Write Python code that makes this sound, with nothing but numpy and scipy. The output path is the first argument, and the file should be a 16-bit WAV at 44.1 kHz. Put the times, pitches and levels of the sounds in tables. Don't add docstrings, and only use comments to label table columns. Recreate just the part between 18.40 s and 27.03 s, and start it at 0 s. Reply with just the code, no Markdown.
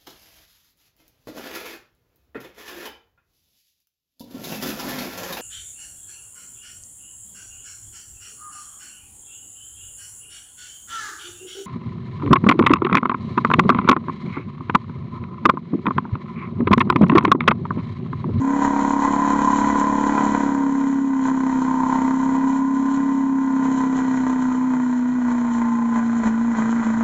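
import sys
import numpy as np
from scipy import signal
from scipy.fft import rfft, irfft
from scipy.io import wavfile
from scipy.ndimage import uniform_filter1d

SR = 44100
rng = np.random.default_rng(int(sys.argv[2]) if len(sys.argv) > 2 else 0)


def wav_out(sig):
    wavfile.write(sys.argv[1], SR, np.round(np.clip(np.atleast_2d(sig).T, -1, 1) * 32767).astype(np.int16))


N = 380583
T = np.arange(N) / SR

# (strength [dB], extra travel time in the header [ms])
CYLINDERS = [(-4, .12), (-8.5, -.02), (-7, -.66), (3.5, .01), (-5, .24), (-6.5, -.51), (-16.5, -1.09),
             (-3, -0.262)]
# (time [s], gap [dB], surge [dB], drop in firing rate [Hz], added effort [dB])
STUMBLES = [(7.547, -2.5, 3.5, 1.3, 4.5), (7.838, -6.5, 7, 10.4, 6), (8.162, -9, 3, 11.1, 4),
            (8.438, -8.5, 3.5, 7.4, 1)]
SURGE_LAG_S = 0.025


def undb(db):
    return 10 ** (np.asarray(db) / 20)


def unit(x):
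    return x / np.sqrt(np.mean(x ** 2))


def even(x, seconds=0.6):
    return x / np.sqrt(uniform_filter1d(x ** 2, int(seconds * SR)) + 1e-12)


def curve(table):
    return np.interp(T, *np.transpose(table))


def noise():
    return rng.standard_normal(N)


def walk(rate):
    hold = int(SR / rate)
    steps = np.repeat(noise()[:N // hold + 1], hold)
    return 1.3 * uniform_filter1d(uniform_filter1d(steps, hold), hold)[:N]


def bump(at_s, width_s):
    return np.exp(-.5 * ((T - at_s) / width_s) ** 2)


def colour(x, points, size=8192):
    hz, db = np.transpose(points)
    bin_hz = np.maximum(np.arange(size // 2 + 1) * SR / size, 1)
    bin_db = np.interp(np.log(bin_hz), np.log(hz), db, right=db.min() - 21)
    cepstrum = irfft(np.log(undb(bin_db)))
    cepstrum[1:size // 2] *= 2
    cepstrum[size // 2 + 1:] = 0
    return signal.fftconvolve(x, irfft(np.exp(rfft(cepstrum))))[:N]


def engine_speed(sag_s=.05, hold_s=.078, recover_s=.125):
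    # (time [s], firing rate [Hz])
    revs = [(0, 264.18), (0.14, 280.09), (0.42, 279.01), (0.84, 282.32), (1.4, 284.1), (1.54, 282.15),
            (1.68, 286.22), (1.96, 282.01), (2.24, 274.47), (2.66, 272.72), (2.8, 265.24), (3.08, 263.76),
            (3.22, 259.49), (3.5, 260.49), (4.1, 268.22), (4.62, 273.98), (4.9, 269.7), (5.4, 264.05),
            (5.9, 256.84), (6.44, 249.96), (7, 241.4), (7.14, 236.05), (7.56, 232.86), (7.98, 233.95),
            (8.3, 234.25), (8.63, 229.93)]
    # (time [s], rise in firing rate [Hz])
    slips = [(6.28, 5), (6.75, 5.5)]
    shape_s = np.array([-sag_s, 0, hold_s, hold_s + recover_s])
    sag_hz = sum(drop_hz * np.interp(T, s + shape_s, [0, 1, 1, 0]) for s, _, _, drop_hz, _ in STUMBLES)
    lift_hz = sum(rise_hz * bump(s, width_s=.05) for s, rise_hz in slips)
    return curve(revs) - sag_hz + lift_hz


def firings(firing_count, valve_lag=1.5, jitter_ms=0.059, scatter_db=1.72):
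    # (time [s], change in strength [dB])
    odd_firings = [(0.333, 0.5), (0.363, 3), (0.42, -1), (.449, 1.5), (.648, 0.5), (1.44, 2), (1.497, -1),
                   (1.666, 1.5), (1.779, 3.5), (1.948, 1.5), (3.035, 3), (3.372, -2), (3.435, 4),
                   (3.526, 4.5), (3.556, 2), (5.866, 1.5), (6.336, 1), (7.215, 3.5)]
    k = np.arange(int(firing_count[-1]) - 1)
    strength_db, path_ms = np.array(CYLINDERS)[k % len(CYLINDERS)].T
    time_chance, level_chance = rng.standard_normal((len(k), 2)).T
    uneven = undb(-strength_db / 2)
    delay_ms = path_ms + jitter_ms * uneven * time_chance
    at_s = np.interp(k + valve_lag, firing_count, T) + delay_ms / 1000
    db = strength_db + scatter_db * uneven * level_chance
    for s, change_db in odd_firings:
        db = db + change_db * (abs(at_s - s) < .003)
    return np.bincount(np.clip(at_s * SR, 0, N - 1).astype(int), undb(db), N)


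def exhaust_swings(steady_db, flare_s=0.026, turns=8.1):
    # (time [s], level [dB])
    bark_levels = [(.08, -30), (.23, -25), (1.1, -21.5), (1.8, -24), (2.1, -27.5), (2.4, -35.5),
                   (2.73, -36.5), (3.0, -32.5), (3.5, -24), (3.8, -30), (4.1, -29), (4.35, -33),
                   (5.05, -33), (5.35, -34), (6.1, -34.5), (6.75, -39.5), (7.33, -30.5), (7.7, -38.5),
                   (8.63, -36.5)]
    # (time [s], added effort [dB], added bark [dB])
    flares = [(0.247, 3.5, 2), (.64, 1.5, 4), (.9, 2, 1), (1.082, -1.5, 3), (2.869, 4.5, 6),
              (3.531, 1, 3.5), (4.579, 1.5, 2.5), (5.251, 3, 3.5), (5.409, 2.5, 6), (5.571, 3.5, 0.5),
              (5.9, 2.5, 0), (6.339, 1.5, 2.5), (6.911, 3, 5)]
    catch_db = sum(db * bump(s + SURGE_LAG_S, flare_s) for s, *_, db in STUMBLES)
    effort_db = steady_db + catch_db + 0.73 * walk(turns)
    bark_db = curve(bark_levels) + 1.32 * catch_db + 0.43 * walk(turns)
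    for s, added_effort_db, added_bark_db in flares:
        flare = bump(s, flare_s)
        effort_db += added_effort_db * flare
        bark_db += added_bark_db * flare
    return effort_db, bark_db


def drone(firing_count, effort_db, over_hz, swell_at=5.2):
    # (multiple of the cycle rate, level [dB], growth with effort [dB/dB],
    # growth with firing rate [dB/Hz], ceiling [dB])
    side_tones = [(4, -51.5, 1.46, -.19, -44.5), (5, -38.5, 2.45, 0.24, -39.5), (6, -41.5, 1, 0.47, -25.5),
                  (7, -35, 2.24, 1, -29.5), (9, -43, 2.8, 0, -36), (10, -40.5, 1.84, -0.1, -38.5),
                  (12, -54, 0.6, 0.2, -44), (14, -55, 4, 1, -41), (15, -56, 2.5, 0, -49.5),
                  (18, -55, 2.2, 0.8, -41)]
    cylinders = len(CYLINDERS)
    angle = 2 * np.pi * (firing_count - swell_at) / cylinders
    firing_db = -19.5 - 0.93 * np.maximum(effort_db - 0.03, 0)
    flutter_db = .7 * undb(.6 * effort_db) * walk(55)
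    out = undb(firing_db + flutter_db) * np.cos(cylinders * angle)
    for multiple, base_db, per_db, per_hz, ceiling_db in side_tones:
        phase_waver = .25 * walk(15)
        db = np.minimum(base_db + per_db * effort_db + per_hz * over_hz, ceiling_db) + 1.1 * walk(15)
        out = out + undb(db) * np.cos(multiple * angle + phase_waver)
    return np.sqrt(2) * out


def puffs(pulses, decay_ms):
    envelope = signal.lfilter([1], [1, -np.exp(-1000 / (decay_ms * SR))], pulses)
    return unit(envelope * noise())


def trackside(x, wash_db, t60_s=0.66):
    # (delay [ms], level [dB], drift [ms])
    echoes = [(1.96, -26.5, 0.26), (6.06, -8.5, 0.49), (29.91, -14, .65)]
    tail_s = T[:SR // 2]
    tail = noise()[:len(tail_s)] * undb(-60 * tail_s / t60_s)
    out = x + undb(wash_db) * signal.fftconvolve(x, tail / np.linalg.norm(tail))[:N]
    for delay_ms, db, drift_ms in echoes:
        delay_s = (delay_ms + drift_ms * walk(1.5)) / 1000
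        out = out + undb(db) * np.interp(T - delay_s, T, x, left=0)
    return unit(out)


def bark(pulses, turbulence_db, effort_db):
    # (frequency [Hz], gain [dB])
    ring_colour = [(600, -35.5), (810, -16), (870, -3), (915, 2), (970, -4), (1028, 8.5), (1072, -1.5),
                   (1130, -22), (1400, -38)]
    # (frequency [Hz], gain [dB])
    knock_colour = [(600, -29), (800, -12), (930, -1), (1040, 1), (1150, -13), (1400, -24.5)]
    push = unit(pulses) + undb(turbulence_db - 14) * puffs(pulses, decay_ms=2)
    ring = unit(colour(push, ring_colour))
    knock = undb(-2 + 0.6 * effort_db) * unit(colour(push, knock_colour))
    return even(trackside(ring + knock, wash_db=-22))


def rasp(pulses, turbulence_db, effort_db, labour_hz):
    # (frequency [Hz], gain [dB])
    rasp_colour = [(90, -11.5), (135, -6), (260, -5), (330, 2.5), (400, -0.5), (490, 0), (555, -5),
                   (650, .5), (800, -0.5), (1180, 1.5), (1300, -4), (1440, 2.5), (1620, -1), (1770, -8),
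                   (1985, -0.5), (2090, -13.5), (2450, -12.5), (2750, -33.5), (3100, -27.5), (4200, -28.5),
                   (4700, -43.5)]
    roar = undb(-6 + 0.16 * labour_hz) * puffs(pulses, decay_ms=35)
    bursts = undb(turbulence_db - 3.5) * puffs(pulses, decay_ms=2.8)
    edge = colour(unit(pulses) + bursts + roar, rasp_colour)
    level_db = -35 + 1.14 * effort_db + 0.037 * labour_hz
    return undb(level_db) * trackside(edge, wash_db=-12)


def sizzle(pulses, effort_db):
    # (frequency [Hz], gain [dB])
    gas_colour = [(1800, -28), (2400, -12), (2750, -10.5), (3040, 2), (3600, -7.5), (4200, -2),
                  (4600, -22.5), (5500, -8.5), (6800, 3.5), (7400, 3), (7800, -22)]
    jet = undb(1 + 3 * walk(30)) * unit(undb(3 * walk(700)) * noise())
    spit = undb(-4 - 0.4 * effort_db) * puffs(pulses, decay_ms=2.8)
    hiss = puffs(pulses, decay_ms=53)
    return undb(-50 + 1.47 * effort_db) * unit(colour(hiss + spit + jet, gas_colour))


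def sled_rumble(effort_db, labour_hz):
    # (frequency [Hz], gain [dB])
    rumble_colour = [(15, -16.5), (35, -9.5), (50, -13), (58, 6), (67, -15.5), (100, -6), (140, -0.5),
                     (250, -4.5)]
    return undb(-43.5 + 1.3 * effort_db + 0.02 * labour_hz) * unit(colour(noise(), rumble_colour))


def howl(turns=45):
    # (start [s], end [s], from [Hz], to [Hz], peak level [dB])
    slides = [(1.45, 1.959, 930, 738, -35.5), (7.09, 7.515, 977, 810, -38.5)]
    out = 0
    for start, end, from_hz, to_hz, db in slides:
        progress = np.clip((T - start) / (end - start), 0, 1)
        phase = 2 * np.pi * np.cumsum(from_hz + (to_hz - from_hz) * progress) / SR
        band = unit(walk(turns) * np.cos(phase) + walk(turns) * np.sin(phase))
        out = out + undb(db) * np.sin(np.pi * progress) * band
    return out


def stumble_gain(width_s=0.012):
    return undb(sum(gap_db * bump(s, width_s) + surge_db * bump(s + SURGE_LAG_S, width_s)
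                    for s, gap_db, surge_db, *_ in STUMBLES))


def scene(pulling_hz=260.9):
    # (time [s], effort [dB])
    effort = [(0, -1), (.1, 0.5), (.23, 3), (1.3, 5), (1.85, 6), (2.12, 2.5), (2.32, -1.5), (2.75, -3.5),
              (2.95, -0.4), (3.55, 2), (3.75, -0.5), (4.3, -2), (5.05, -3), (5.3, 0.06), (6.65, -2),
              (7.3, -2), (8.05, -1.5), (8.25, 0.3)]
    firing_hz = engine_speed()
    over_hz = firing_hz - pulling_hz
    labour_hz = np.maximum(-over_hz, 0)
    firing_count = np.cumsum(firing_hz) / SR
    pulses = firings(firing_count)
    steady_db = curve(effort)
    effort_db, bark_db = exhaust_swings(steady_db)
    turbulence_db = 0.48 * effort_db
    truck = drone(firing_count, steady_db, over_hz) * stumble_gain()
    truck += bark(pulses, turbulence_db, effort_db) * undb(bark_db)
    truck += rasp(pulses, turbulence_db, effort_db, labour_hz)
    truck += sizzle(pulses, effort_db)
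    return (truck + sled_rumble(effort_db, labour_hz) + howl())[None]


def record(dry, top_hz=7700):
    return signal.sosfilt(signal.ellip(10, .2, 80, top_hz, fs=SR, output="sos"), dry)


dry = scene()
out = record(dry)
wav_out(out)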